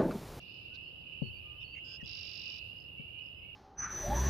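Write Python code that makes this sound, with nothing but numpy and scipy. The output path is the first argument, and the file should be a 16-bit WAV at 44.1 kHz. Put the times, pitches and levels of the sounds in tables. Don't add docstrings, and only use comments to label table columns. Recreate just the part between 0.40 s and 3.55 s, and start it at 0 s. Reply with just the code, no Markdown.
import sys
import numpy as np
from scipy import signal
from scipy.fft import rfft, irfft
from scipy.io import wavfile
from scipy.ndimage import uniform_filter1d

SR = 44100
rng = np.random.default_rng(int(sys.argv[2]) if len(sys.argv) > 2 else 0)


def dump_mix(stems):
    frames = np.atleast_2d(stems).T
    limited = np.clip(frames, -1, 1)
    pcm = np.round(limited * 32767).astype(np.int16)
    wavfile.write(sys.argv[1], SR, pcm)


N = 138915
T = np.arange(N) / SR

SONG_T60_S = 0.1
FAINT_PAN_DB = -9


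def undb(db):
    return 10 ** (np.asarray(db) / 20)


def curve(rows):
    return np.interp(T, *np.array(rows).T)


def colour(x, rows):
    hz, db = np.array(rows, float).T
    log_hz = np.log(np.arange(N // 2 + 1) * SR / N + 1)
    below = np.maximum(np.log(hz[0]) - log_hz, 0)
    above = np.maximum(log_hz - np.log(hz[-1]), 0)
    gain_db = np.interp(log_hz, np.log(hz), db) - 60 * (below + above)
    return irfft(rfft(x) * undb(gain_db), N)


def unit(x):
    return x / np.sqrt(np.mean(x ** 2))


def pan(x, db):
    return x * undb(np.array([[db], [-db]]) / 2)


def walk(rate):
    k = int(SR / rate)
    steps = np.repeat(rng.standard_normal(N // k + 1), k)
    return unit(uniform_filter1d(uniform_filter1d(steps, k), k)[:N])


def add(out, start, x):
    i = int(start * SR)
    a, b = max(i, 0), min(i + x.shape[-1], N)
    if b > a:
        out[..., a:b] += x[..., a - i:b - i]


def phase(length, *hz):
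    place = np.linspace(0, 1, int(length * SR))
    return 2 * np.pi * np.cumsum(np.interp(place, np.linspace(0, 1, len(hz)), hz)) / SR


def shape(x, edge):
    u = np.linspace(0, 1, x.shape[-1])
    ramp = np.clip(np.minimum(u, 1 - u) / edge, 0, 1)
    return np.sqrt(2) * x * np.sin(np.pi / 2 * ramp) ** 2


def reeds(x, wet_db, t60):
    t = T[:SR // 2]
    tail = rng.standard_normal((2, len(t))) * 1000 ** (-t / t60) * (t > .002)
    tail /= np.sqrt(np.sum(tail ** 2, axis=1, keepdims=True))
    return x + undb(wet_db) * signal.fftconvolve(x, tail, axes=1)[:, :N]


def air():
    # frequency in Hz, relative level in dB per Hz.
    rumble_colour = [(12, -47.5), (20, -14.5), (38, -26), (64, -3), (135, -5), (219, -14), (371, -12.5),
                     (401, -16), (517, -16), (2100, -35.5), (2730, -76), (4620, -120)]
    # time in seconds, level in dB.
    bass_swell = [(0, -70.5), (.3, -61.5), (.7, -68), (1.0, -58), (1.2, -59), (1.45, -65), (1.75, -58.5),
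                  (2.1, -70.5), (2.2, -62.5), (2.24, -55.5), (2.4, -68), (2.9, -63.5), (3.15, -62)]
    # frequency in Hz, level in dB per Hz before a 20 dB cut.
    treble_floor = [(2000, -93), (3300, -82.5), (5200, -119), (5700, -110), (7500, -118), (8500, -118)]
    # frequency in Hz, relative level in dB per Hz.
    hiss_colour = [(4710, -30.5), (8000, -20), (9240, -11.5), (11900, -2), (13800, -3.5), (15500, -5.5)]
    # time in seconds, level in dB before a 3.5 dB lift.
    hiss_course = [(0.0, -89), (0.02, -84), (0.74, -85.5), (0.93, -81), (1.31, -83.5), (2.13, -79),
                   (2.44, -82.5), (3.14, -85), (3.15, -85)]
    rumble_db, gust_db = -57.5, 1

    alike = signal.butter(1, 146, fs=SR, output="sos")
    common, own = rng.standard_normal(N), rng.standard_normal((2, N))
    mixed = 1.354 * signal.sosfilt(alike, common) + own - 0.49 * signal.sosfilt(alike, own)
    low = unit(colour(mixed, rumble_colour))
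    bass = signal.sosfilt(signal.butter(2, 130, fs=SR, output="sos"), low)
    swell = curve(bass_swell)
    low = low + bass * (undb(swell - swell.mean() + gust_db * walk(5.9)) - 1)

    faint = colour(rng.standard_normal((2, N)), treble_floor) * np.sqrt(SR / 2) / 10
    hiss = unit(colour(rng.standard_normal((2, N)), hiss_colour))
    hiss = hiss * undb(curve(hiss_course) + 3.5 + 0.62 * walk(10))
    return pan(low, -1.5) * undb(rumble_db) + pan(faint, FAINT_PAN_DB) + pan(hiss, 0.28)


def bumps():
    # start in seconds, level in dB before a 10.5 dB lift, left minus right in dB.
    knocks = [(0.819, -34, 29), (1.628, -49.5, 45), (2.596, -50.5, 40)]
    # settled frequency in Hz, level in dB, 60 dB decay time in seconds.
    modes = [(125, 5.5, 0.098), (219.4, -13, 0.21), (366, -15, 0.17), (460, -15.5, 0.088),
             (493.5, -38, 0.17), (803, -57.5, 0.27)]
    sag, sag_s = 1.148, 0.00556
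    attack_s, rumble_db, rumble_t60_s = .004, -13, 0.47

    out, t = np.zeros((2, N)), T[:SR // 3]
    bent = t + sag * sag_s * (1 - np.exp(-t / sag_s))
    ring = sum(undb(db) * np.sin(2 * np.pi * hz * bent) * 1000 ** (-t / t60) for hz, db, t60 in modes)
    ring = ring * np.sin(np.pi / 2 * np.clip(t / attack_s, 0, 1)) ** 2
    for start, db, pan_db in knocks:
        rumble = colour(rng.standard_normal(N), [(25, -26), (90, 6.5), (160, -1), (300, -30)])
        rumble = unit(rumble)[:len(t)] * 1000 ** (-t / rumble_t60_s) * (1 - np.exp(-t / 0.03))
        shake = ring + undb(rumble_db) * rumble
        add(out, start - .001, shake * undb(db + 10.5 - np.array([[0], [pan_db]])))
    return out


def small_calls():
    # start and length in seconds, start and end pitch in Hz, level in dB, left minus right in dB.
    glides = [(.005, 0.035, 5840, 5650, -79.5, -13), (.295, 0.087, 1396, 1594, -74, -9),
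              (0.431, 0.083, 4460, 4390, -74, -12), (.39, .13, 4940, 5110, -78.5, -13),
              (0.604, .035, 4600, 4620, -80.5, -13), (0.813, 0.1, 4470, 4347, -71.5, -23),
              (0.915, 0.093, 4620, 4550, -68, -8), (1.009, 0.21, 1218, 1191, -74, -15.5),
              (1.232, .085, 4480, 4400, -64, -8), (1.295, .068, 4620, 4560, -62, -6),
              (1.42, .14, 7520, 7720, -88, -4), (2.925, 0.13, 4980, 5055, -83, -9.5),
              (3.064, 0.048, 2355, 2206, -70, -3), (1.708, 0.066, 4800, 4660, -68, 1)]
    # start in seconds, number of chirps, period in seconds, level of the third chirp in dB.
    twitters = [(.088, 6, 0.024, -65), (2.355, 7, 0.02, -61.5), (2.814, 4, .021, -68.5)]
    # start and length in seconds, centre and width in Hz, level in dB.
    chips = [(0.329, 0.048, 4450, 1450, -60.5), (2.781, 0.028, 4060, 1220, -73)]
    # time in seconds, level in dB.
    wash_course = [(0, -70.5), (.1, -66), (.27, -70), (.3, -74), (.5, -76.5), (.7, -76.5), (1.2, -79),
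                   (1.6, -79.5), (2.2, -66.5), (2.5, -78.5), (3.15, -84)]
    chirp_s, low_hz, high_hz = .018, 4250, 5450
    fade_db, twitter_pan_db = -4.5, -13

    out = np.zeros((2, N))
    for start, length, start_hz, end_hz, db, pan_db in glides:
        glide = shape(np.sin(phase(length, start_hz, end_hz)), 0.32)
        add(out, start, pan(glide * undb(db), pan_db))

    chirp = shape(np.sin(phase(chirp_s, low_hz, (low_hz + 2 * high_hz) / 3, high_hz)), 0.48)
    for start, count, period, db in twitters:
        for n in range(int(round(count))):
            add(out, start + n * period, pan(chirp * undb(db + fade_db * abs(n - 2)), twitter_pan_db))

    for start, length, hz, width, db in chips:
        band = [(hz - width, -12), (hz, 0), (hz + width / 2, -10), (hz + 2 * width, -40)]
        rasp = unit(colour(rng.standard_normal(N), band))[:int(length * SR)]
        add(out, start, pan(shape(rasp, 0.64) * undb(db), twitter_pan_db))

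    wash_colour = [(3000, -23.5), (3500, 1.5), (4300, 1), (5000, 3.5), (5300, -7.5), (5600, -15.5)]
    wash = unit(colour(rng.standard_normal((2, N)), wash_colour)) * undb(curve(wash_course) + walk(40))
    return reeds(out, -10.5, SONG_T60_S) + pan(wash, FAINT_PAN_DB)


def frogs():
    # time in seconds, level in dB before a 3 dB lift.
    chorus_course = [(0.0, -55.5), (0.03, -55.5), (0.4, -51), (0.66, -55), (0.67, -51), (1.13, -52.5),
                     (1.15, -56), (1.24, -47), (1.26, -55), (1.37, -50), (1.64, -53.5), (1.75, -49.5),
                     (1.94, -54.5), (2.08, -46), (2.19, -52), (2.24, -49.5), (2.44, -55), (2.6, -50.5),
                     (2.74, -54), (2.78, -47.5), (2.8, -49.5), (2.96, -55), (3.11, -52.5), (3.15, -54)]
    count, peep_s, rise_hz_per_s, scatter_db = 600, .12, 2000, 3
    common_hz, spread_hz = 2819.6, 130
    edge_hz, edge_db = -20.25, -1

    out = np.zeros((2, N))
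    for n, (a, b, c, d, e) in enumerate(rng.standard_normal((count, 5))):
        length = peep_s * np.exp(.2 * a)
        hz = common_hz + spread_hz * b + edge_hz * b ** 2
        half_rise = rise_hz_per_s * length / 2
        ph = phase(length, hz - half_rise, hz + half_rise)
        peep = shape(np.array([np.sin(ph), np.sin(ph + 2.42 * e)]), 0.23)
        peep = peep * undb(scatter_db * c + edge_db * b ** 2) * undb(1.8 * e * np.array([[1], [-1]]))
        start = (n + 5 * d) / count * (T[-1] + 0.51) - .3
        add(out, start, peep)
    out = reeds(out, 4, 0.73)
    out = out / np.sqrt(uniform_filter1d(np.mean(out ** 2, axis=0), SR // 8))
    return pan(out, -6) * undb(curve(chorus_course) + 3.0)


def song_notes():
    # start and length in seconds, start, middle and end pitch in Hz, level at the end before
    # overtones, throb and colour in dB, throb rate in Hz, throb depth 0-1.
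    notes = [(1.197, 0.043, 1510, 1850, 1580, -49.5, 100, 0.2),
             (1.344, 0.054, 2318, 2187, 2257, -55, 97.5, 1),
             (1.432, .150, 1694, 1695, 1697, -46, 199.5, .7),
             (1.435, 0.14, 1510, 1552, 1594, -64, 96.4, 0.38),
             (1.598, .026, 1950, 1900, 1830, -54.5, 100, .1),
             (1.632, 0.024, 1600, 1656, 1745, -35, 100, 0.2)]
    # levels of multiples 1, 2, 3 and 4 of its pitch in dB.
    overtones = [(-24.5, -1.5, -14, -23), (15.5, -20, -2, -30), (-8, -5, -3, -7), (19.5, -35, -34, -34),
                 (26.5, -45, -4, -34), (-39, -7, -22, -13)]
    swell_db, rasp_db, waver = 10.5, -4, .004

    out = np.zeros(N)
    for (start, length, a, b, c, db, throb_hz, depth), tones in zip(notes, overtones):
        ph = phase(length, a, (a + 2 * b) / 3, b, (c + 2 * b) / 3, c)
        ph = ph + waver * np.cumsum(walk(150)[:len(ph)] * np.gradient(ph))
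        voice = sum(undb(g) * np.exp(1j * (k + 1) * ph) for k, g in enumerate(tones))
        beat = np.exp(-1j * phase(length, throb_hz, throb_hz))
        side = depth * beat / (1 - 0.67 * beat)
        rasp = depth * undb(rasp_db) * walk(1500)[:len(ph)]
        note = shape((voice * (1 + side + rasp)).imag, 0.18)
        add(out, start, note * undb(db + swell_db * np.linspace(-1, 0, len(ph))))
    return out


def stroke(pitch, up_s):
    top_hz, up_hz_per_s, down_hz_per_s, down_s = 5800, 4e5, 8e5, .0045
    t = np.arange(-up_s, down_s, 1 / SR)
    hz = top_hz * pitch + np.where(t < 0, up_hz_per_s, -down_hz_per_s) * t
    hz = uniform_filter1d(hz, size=40)
    sweep = shape(np.sin(2 * np.pi * np.cumsum(hz) / SR), 0.32)
    return undb(np.interp(t, [-.001, .001], [-5, 0])) * sweep


def song_trill():
    # delay in seconds, share of the top pitch, level in dB.
    strokes = [(0, 1, 0), (.005, .88, -4), (.0095, .88, -11), (.014, .8, -12)]
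    # time in seconds, level in dB.
    trill_course = [(1.65, -43), (1.70, -39), (1.9, -38.5), (2.1, -39.5), (2.17, -42.5), (2.21, -43)]
    start_s, count, period_s = 1.661, 27, .0208
    hurry_s, settle = .018, 3.6
    up_s, scatter_db, rasp_db = .004, 1.2, -3.5

    trill = np.zeros(N)
    for n, chance in enumerate(rng.standard_normal((count, len(strokes), 3))):
        start = start_s + n * period_s - hurry_s * (1 - np.exp(-n / settle)) - up_s
        for (delay, pitch, db), (a, b, c) in zip(strokes, chance):
            sweep = stroke(pitch + .012 * a, up_s) * undb(db + scatter_db * b)
            add(trill, start + delay * (1 + 0.066 * c), sweep)
    length = count * period_s - hurry_s
    rasp = shape(rng.standard_normal(int(length * SR)), .03)
    add(trill, start_s - .01, rasp * undb(rasp_db))
    return trill * undb(curve(trill_course))


def blackbird():
    # frequency in Hz, gain in dB.
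    right_colour = [(1200, -19.5), (1900, -24.5), (2300, -12), (2800, 8), (3250, -8.5), (3500, -5.5),
                    (4100, -4), (4270, -13), (4500, -3), (5000, 2), (5600, -3.5), (6100, -32),
                    (6500, -25.5), (6900, -32), (7250, -74), (7500, -40), (8500, -62)]
    # frequency in Hz, difference in dB.
    left_difference = [(1200, -10), (2200, -2.5), (3600, -20), (4500, -27.5), (5000, -24.5), (5500, -24),
                       (6600, 3), (8500, -1)]
    right = colour(song_notes() + song_trill(), right_colour)
    left = colour(right, left_difference)
    return reeds(np.array([left, right]), -12, SONG_T60_S)


def scene():
    return air() + bumps() + small_calls() + frogs() + blackbird()


def record(dry):
    return signal.sosfilt(signal.ellip(10, .2, 70, 15640, fs=SR, output="sos"), dry)


dry = scene()
out = record(dry)
dump_mix(out)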